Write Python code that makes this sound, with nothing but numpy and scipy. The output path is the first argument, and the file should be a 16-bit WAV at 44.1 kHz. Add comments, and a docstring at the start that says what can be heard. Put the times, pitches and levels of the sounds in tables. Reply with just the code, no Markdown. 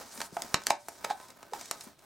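"""Long latex balloons snap and squeak as gloved hands twist and press them together, close by.
The skins stick and let go: each slip is a sharp snap and a few falling cycles of squeak, and it
rings the air inside. Fast runs of tiny catches make creaks. Between slips the gloves tick and slide
with a grainy hiss, and the balloons bump softly. A table and the walls of a small room add short echoes."""
import sys
import numpy as np
from scipy import signal
from scipy.fft import rfft, irfft, next_fast_len
from scipy.io import wavfile
from scipy.ndimage import uniform_filter1d

SR = 44100
rng = np.random.default_rng(int(sys.argv[2]) if len(sys.argv) > 2 else 0)


def digitize_waveform(pressure):
    """Quantize a signal to 16-bit integers and store it at the path in sys.argv[1].

    Rows of a 2-D input are taken as channels; values are limited to [-1, 1].
    """
    field = np.atleast_2d(pressure).T
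    bounded = np.clip(field, -1, 1)
    quanta = np.round(bounded * 32767).astype(np.int16)
    wavfile.write(sys.argv[1], SR, quanta)


N = 90404
SNAP_RISE_S = 0.00029


def undb(db):
    """Turn decibels (dB) into a number to multiply by."""
    return 10 ** (np.asarray(db) / 20)


def unit(x):
    """Scale a sound to an average power of 1."""
    return x / np.sqrt(np.mean(x ** 2))


def over_hz(points, hz):
    """Read between (Hz, value) points, giving each octave equal room."""
    p = np.array(points, float)
    return np.interp(np.log(np.maximum(hz, 1)), np.log(p[:, 0]), p[:, 1])


def colour(x, points, tilt_db=0):
    """Shape the tone through (Hz, dB) points; above 1500 Hz, tilt it by tilt_db per octave."""
    size = next_fast_len(2 * x.shape[-1])
    hz = np.fft.rfftfreq(size, 1 / SR)
    db = over_hz(points, hz) + tilt_db * np.log2(np.maximum(hz, 1500) / 5500)
    # Fold the filter so that it never rings before the sound arrives.
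    cepstrum = irfft(np.log(undb(db)), size)
    cepstrum[1:size // 2] *= 2
    cepstrum[size // 2 + 1:] = 0
    return irfft(rfft(x, size) * np.exp(rfft(cepstrum)), size)[..., :x.shape[-1]]


def add(out, at_s, x):
    """Mix x into out, starting at at_s seconds."""
    i = max(int(at_s * SR), 0)
    out[i:i + len(x)] += x[:max(N - i, 0)]


def walk(rate):
    """A smooth random wander that picks a new value rate times a second."""
    hold = int(SR / rate)
    steps = np.repeat(rng.standard_normal(N // hold + 1), hold)
    return 1.3 * uniform_filter1d(uniform_filter1d(steps, hold), hold)[:N]


def stereo(mid, side):
    """Make left and right: mid is what they share, side adds width."""
    return np.array([mid + side, mid - side])


def burst(rise_s, decay_s, size=2048):
    """A puff of noise that dies at once, its energy spread evenly from low to high."""
    t = np.arange(size) / SR
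    fade = (1 - np.exp(-t / rise_s)) * np.exp(-t / decay_s)
    x = fade * rng.standard_normal(size)
    for _ in range(4):  # even out the tone, then restore the fade
        flat = irfft(np.exp(1j * np.angle(rfft(x))))
        x = fade * flat / np.sqrt(uniform_filter1d(flat ** 2, size=45) + 1e-12)
    return x / np.sqrt(np.sum(x ** 2))


def quiet_background():
    """A faint, steady rumble and hiss."""
    # Each row: frequency in Hz, relative level in dB.
    tone = [(20, -4.5), (100, 14), (300, 4.5), (1000, -17), (4000, 0), (16000, -46)]
    mid, side = unit(colour(rng.standard_normal((2, N)), tone)) * undb(-69.5)
    return stereo(mid, .5 * side)


def room_echo(x, delay_s=0.0021):
    """The table and near walls return a short blur of echoes, duller as it fades."""
    # How long the room rings. Each row: frequency in Hz, seconds to fade by 60 dB.
    fade_times = [(100, 0.29), (500, 0.21), (1500, 0.24), (5000, 0.16), (9000, 0.1), (16000, 0.049)]
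    # The tone of the echoes. Each row: frequency in Hz, level in dB.
    tone = [(100, -19), (300, -4), (900, -11), (2200, -8.5), (5000, -9.5), (9000, -12.5), (16000, -18.5)]
    size = N // 4
    t, hz = np.arange(size) / SR, np.fft.rfftfreq(size, 1 / SR)
    noise = rfft(rng.standard_normal((2, size))) * undb(over_hz(tone, hz))
    onset = np.clip(t / delay_s - .5, 0, 1)
    centres = np.geomspace(100, 16000, 9)
    tail = 0
    for centre, pick in zip(centres, np.eye(len(centres))):
        fade = onset * np.exp(-np.log(1000) * t / over_hz(fade_times, centre))
        band = irfft(noise * over_hz(np.c_[centres, pick], hz), size)
        tail = tail + band * fade / np.sqrt(np.sum(fade ** 2))
    return signal.fftconvolve(x[None], stereo(tail[0], 0.39 * tail[1]), axes=1)[:, :N]


def table_echo(x):
    """The first echoes off the table reach left and right differently, which adds width."""
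    # The tone of these echoes. Each row: frequency in Hz, level in dB.
    tone = [(60, -11), (250, -9), (700, -16.5), (1400, -21), (2800, -14), (5500, -19.5), (9500, -6),
            (15000, -10.5)]
    echoes = colour(burst(SNAP_RISE_S, decay_s=.001), tone)
    return stereo(0, signal.fftconvolve(x, echoes)[:N])


def balloon_air(x):
    """The air inside the balloons rings on with a hollow note."""
    # The air's notes. Each row: pitch in Hz, relative level in dB, seconds to fade by 60 dB.
    notes = [(244.6, -12, 0.18), (358, -11.5, 0.35), (587, -5.5, 0.34), (682.6, -6, 0.15),
             (743.3, -6, 0.11), (833, -3.5, 0.2), (923.6, 4, 0.16), (1057, -8.5, .22), (1268, 3.5, 0.094),
             (1529, -4.5, 0.44), (1816, -4.5, 0.16), (2230, -4, 0.21), (2353, -1.5, 0.19)]
    t = np.arange(N // 4) / SR
    ring = sum(undb(db) * np.cos(2 * np.pi * hz * t) * np.exp(-np.log(1000) * t / fade_s)
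               for hz, db, fade_s in notes)
    return undb(-52) * signal.fftconvolve(x, ring)[:N]


def grains(per_s, spread_db=1.5):
    """Countless tiny catches of uneven size."""
    hit = rng.random(N) < per_s / SR
    size = undb(spread_db * np.minimum(rng.exponential(size=N), 6))
    return unit(hit * size * rng.choice([-1, 1], N))


def sliding_gloves(flicker_db=1.5):
    """Gloves slide over the latex: fine grains hiss, coarser ones rustle the skin."""
    # Each row: time in seconds, then relative levels in dB of the hiss, its top treble and the rustle.
    levels = [(0, -48.5, -76, -50), (0.098, -50.5, -55.5, -55.5), (.15, -49, -49, -52),
              (.265, -48.5, -47, -55), (.285, -60, -67, -61), (.318, -57, -68, -58.5),
              (0.344, -53, -53, -58.5), (.44, -50, -61, -48), (.52, -54, -58, -50.5), (.64, -56, -80, -63),
              (0.691, -50, -60, -43), (.78, -59.5, -67, -76), (.85, -61.5, -59, -63.5),
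              (.93, -54, -58, -58), (1.0, -57.5, -67, -54.5), (1.08, -59, -64, -49.5),
              (1.16, -60, -61, -59.5), (1.23, -55.5, -57, -56.5), (1.34, -66, -82, -60.5),
              (1.42, -68.5, -89, -55), (1.505, -71, -81, -61.5), (1.549, -51, -67, -46.5),
              (1.62, -47, -54, -54.5), (1.68, -50.5, -61, -57), (1.79, -53, -61, -55.5),
              (1.845, -49, -47, -59), (1.885, -58.5, -70, -54), (1.962, -75.5, -73.5, -71),
              (2.05, -63, -71.5, -56)]
    # The tones of those three layers. Each row: frequency in Hz, relative level in dB.
    hiss_tone = [(500, -13.5), (1600, 0), (2700, -6.5), (4000, 1), (5600, 5), (8000, 1), (10500, -14.5),
                 (16000, -28.5)]
    top_tone = [(3000, -31.5), (6500, -11), (8700, 1.5), (11000, -5), (14000, -8.5), (16500, -19)]
    rustle_tone = [(25, -9), (60, -8), (130, -5.5), (250, 2), (400, -1), (600, 1.5), (900, 0.5),
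                   (1500, -2.5), (2600, -11.5), (6000, -14.5)]
    t = np.arange(N) / SR
    times, hiss_db, top_db, rustle_db = np.array(levels).T

    def layer(tone, level_db, grains_per_s):
        mid, side = (unit(colour(grains(grains_per_s), tone)) for _ in range(2))
        db = np.interp(t, times, level_db) + flicker_db * walk(70.62)
        return stereo(mid, 0.28 * side) * undb(db)

    hiss = layer(hiss_tone, hiss_db - 5, grains_per_s=2900)
    top = layer(top_tone, top_db - 5, grains_per_s=2900)
    rustle = layer(rustle_tone, rustle_db - 1, grains_per_s=980)
    return hiss + top + rustle


def creaking(jitter=0.083, spread_db=3.5):
    """Latex catches and slips in a fast, uneven run that swells and fades."""
    # Each row: loudest moment in seconds, swell time in seconds, catches per second, level in dB.
    creaks = [(1.111, 0.0079, 800, -35), (1.225, 0.038, 1030, -57.5)]
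    # The tone of a creak. Each row: frequency in Hz, relative level in dB.
    tone = [(400, -22), (800, 6.5), (1100, 6.5), (1300, -14), (1750, 3), (2600, -22), (3800, -1.5),
            (4800, -11.5), (7000, -11.5), (16000, -37)]
    t, out = np.arange(N) / SR, np.zeros(N)
    for peak_s, swell_s, per_s, db in creaks:
        gap, size = rng.standard_normal((2, 3000))
        times = np.cumsum(np.exp(jitter * gap)) / per_s
        pulses = np.bincount((times * SR).astype(int), undb(spread_db * size), N)[:N]
        swell = 1 / np.cosh(np.clip((t - peak_s) / swell_s, -20, 20))
        out += undb(db) * swell * unit(colour(pulses - pulses.mean(), tone))
    return out


def wobble(hz, db, swell_s, pitch_fall, overtone_db=-19):
    """A few swings of the skin that swell, fade and fall in pitch as the tension lets go."""
    age = np.arange(4096) / SR / swell_s  # 1 at the loudest moment
    pitch = hz * np.exp(-pitch_fall * (np.minimum(age, 2) - 1))
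    phase = 2 * np.pi * np.cumsum(pitch) / SR
    swell = (age * np.exp(1 - age)) ** 2
    return undb(db) * swell * (np.sin(phase) + undb(overtone_db) * np.sin(2 * phase))


def snap(snap_db, tilt_db, decay_s, rattle_db):
    """The grip breaks: a bright crack, hollowed by its echo across the balloon, and a skin rattle."""
    # The tones of the crack and the rattle. Each row: frequency in Hz, relative level in dB.
    crack_tone = [(300, -36.5), (1200, -19.5), (2100, -3), (2800, -11.5), (3900, -4), (5600, -2.5),
                  (8000, -3.5), (10000, -10), (14000, -15), (17000, -32.5)]
    rattle_tone = [(60, -22), (200, -9.5), (450, -2.5), (900, -1), (1500, -4), (2300, -10), (3500, -17.5),
                   (8000, -67)]
    crack = colour(burst(SNAP_RISE_S, decay_s), crack_tone, tilt_db)
    t = np.arange(len(crack)) / SR
    round_trip_s = 0.000682 * np.exp(.12 * rng.standard_normal())
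    echo = np.interp(t - round_trip_s, t, crack, left=0)
    rattle = colour(burst(rise_s=0.00074, decay_s=0.00305), rattle_tone)
    return undb(snap_db) * (crack + 0.61 * echo) + undb(rattle_db) * rattle


def soft_bumps():
    """A whole balloon is bumped and gives a brief, low wobble."""
    # Each row: start in seconds, pitch in Hz, level in dB, swell time in seconds.
    bumps = [(.008, 550, -42.5, 0.0035), (0.179, 249, -45.5, 0.0094), (.323, 400, -45.5, 0.0025),
             (.327, 188, -42, 0.0036), (0.444, 250, -48.5, .007), (0.5426, 162, -24.5, 0.0019),
             (.703, 170, -39, 0.0022), (1.045, 483, -30.5, 0.00244), (1.523, 482, -37.5, 0.0039),
             (1.868, 247, -43, 0.0048)]
    out = np.zeros(N)
    for at_s, hz, db, swell_s in bumps:
        add(out, at_s, wobble(hz, db, swell_s, pitch_fall=0.085))
    return out


def glove_ticks():
    """A glove catches on the skin and lets go with a small snap."""
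    # Each row: start in seconds, snap level in dB, rattle level in dB.
    ticks = [(0.1757, -13.5, -13), (.396, -26, -32), (.618, -24, -12), (.636, -17, -25), (.662, -15.5, -25),
             (0.7009, -3.5, -14.5), (.717, -14, -10), (1.042, -17, -3), (1.1997, -23, -11),
             (1.25, -29, -22), (1.284, -22, -30), (1.3028, -19, -25), (1.4282, -20.5, -9),
             (1.514, -29.5, -26.5), (1.565, -24.5, -32), (1.611, -11, -16), (1.656, -14.5, -22),
             (1.808, -10.5, -18.5), (1.991, -27.5, -33.5)]
    out = np.zeros(N)
    for at_s, snap_db, rattle_db in ticks:
        add(out, at_s, snap(snap_db, tilt_db=0, decay_s=0.0034, rattle_db=rattle_db))
    return out


def latex_slips():
    """Latex sticks to latex, then slips with a snap and a short, falling squeak."""
    # Each row: start in seconds, snap level in dB, snap tilt in dB per octave, snap decay in seconds,
    # rattle level in dB, squeak pitch in Hz, squeak level in dB, squeak swell time in seconds.
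    slips = [ (0.2034, -7.5, -1.5, 0.0038, -0.5, 1510, -33, 0.0023),
             (.2153, -2.5, -4, 0.002, -3.5, 930, -37, 0.0028),
             (0.3672, -16, 3.5, 0.0035, 1.5, 741, -25.5, 0.0031),
             (0.42, -2, 0.5, .002, -10.5, 1750, -40, 0.001),
             (0.5424, 10, -4.5, 0.0019, 10.5, 1209, -20.5, 0.0014),
             (0.6683, 7.5, 0, 0.0013, 0, 1816, -28, 0.00068),
             (0.7047, 5.5, -4, 0.0017, 10, 867, -13.5, 0.0013),
             (.8840, -12, 8, 0.0048, -2.5, 710, -41, 0.0027),
             (1.0450, -2.5, -1, 0.0037, 7.5, 1360, -23.5, 0.0016),
             (1.1005, -13, -3, 0.0058, 1, 846, -28, 0.0037),
             (1.1075, -21, -8, .006, -4, 801, -23.5, 0.0028),
             (1.5340, -10.5, -1.5, .003, -4, 869, -28.5, 0.0025),
             (1.7110, 1.5, 2, 0.0018, 2, 1210, -29, 0.0017)]
    out = np.zeros(N)
    for at_s, snap_db, tilt_db, decay_s, rattle_db, hz, squeak_db, swell_s in slips:
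        add(out, at_s, snap(snap_db, tilt_db, decay_s, rattle_db))
        add(out, at_s, wobble(hz, squeak_db, swell_s, pitch_fall=0.092))
    return out


def scene():
    """The balloon skins ring the air inside them, over a table in a quiet room."""
    skin = latex_slips() + glove_ticks() + soft_bumps() + creaking() + sliding_gloves()
    balloons = skin + balloon_air(skin.mean(axis=0))
    mono = balloons.mean(axis=0)
    return quiet_background() + balloons + table_echo(mono) + room_echo(mono)


def record(dry):
    """Cut the treble above 16000 Hz."""
    return signal.sosfilt(signal.ellip(8, .2, 80, 16000, fs=SR, output="sos"), dry)


dry = scene()
out = record(dry)
digitize_waveform(out)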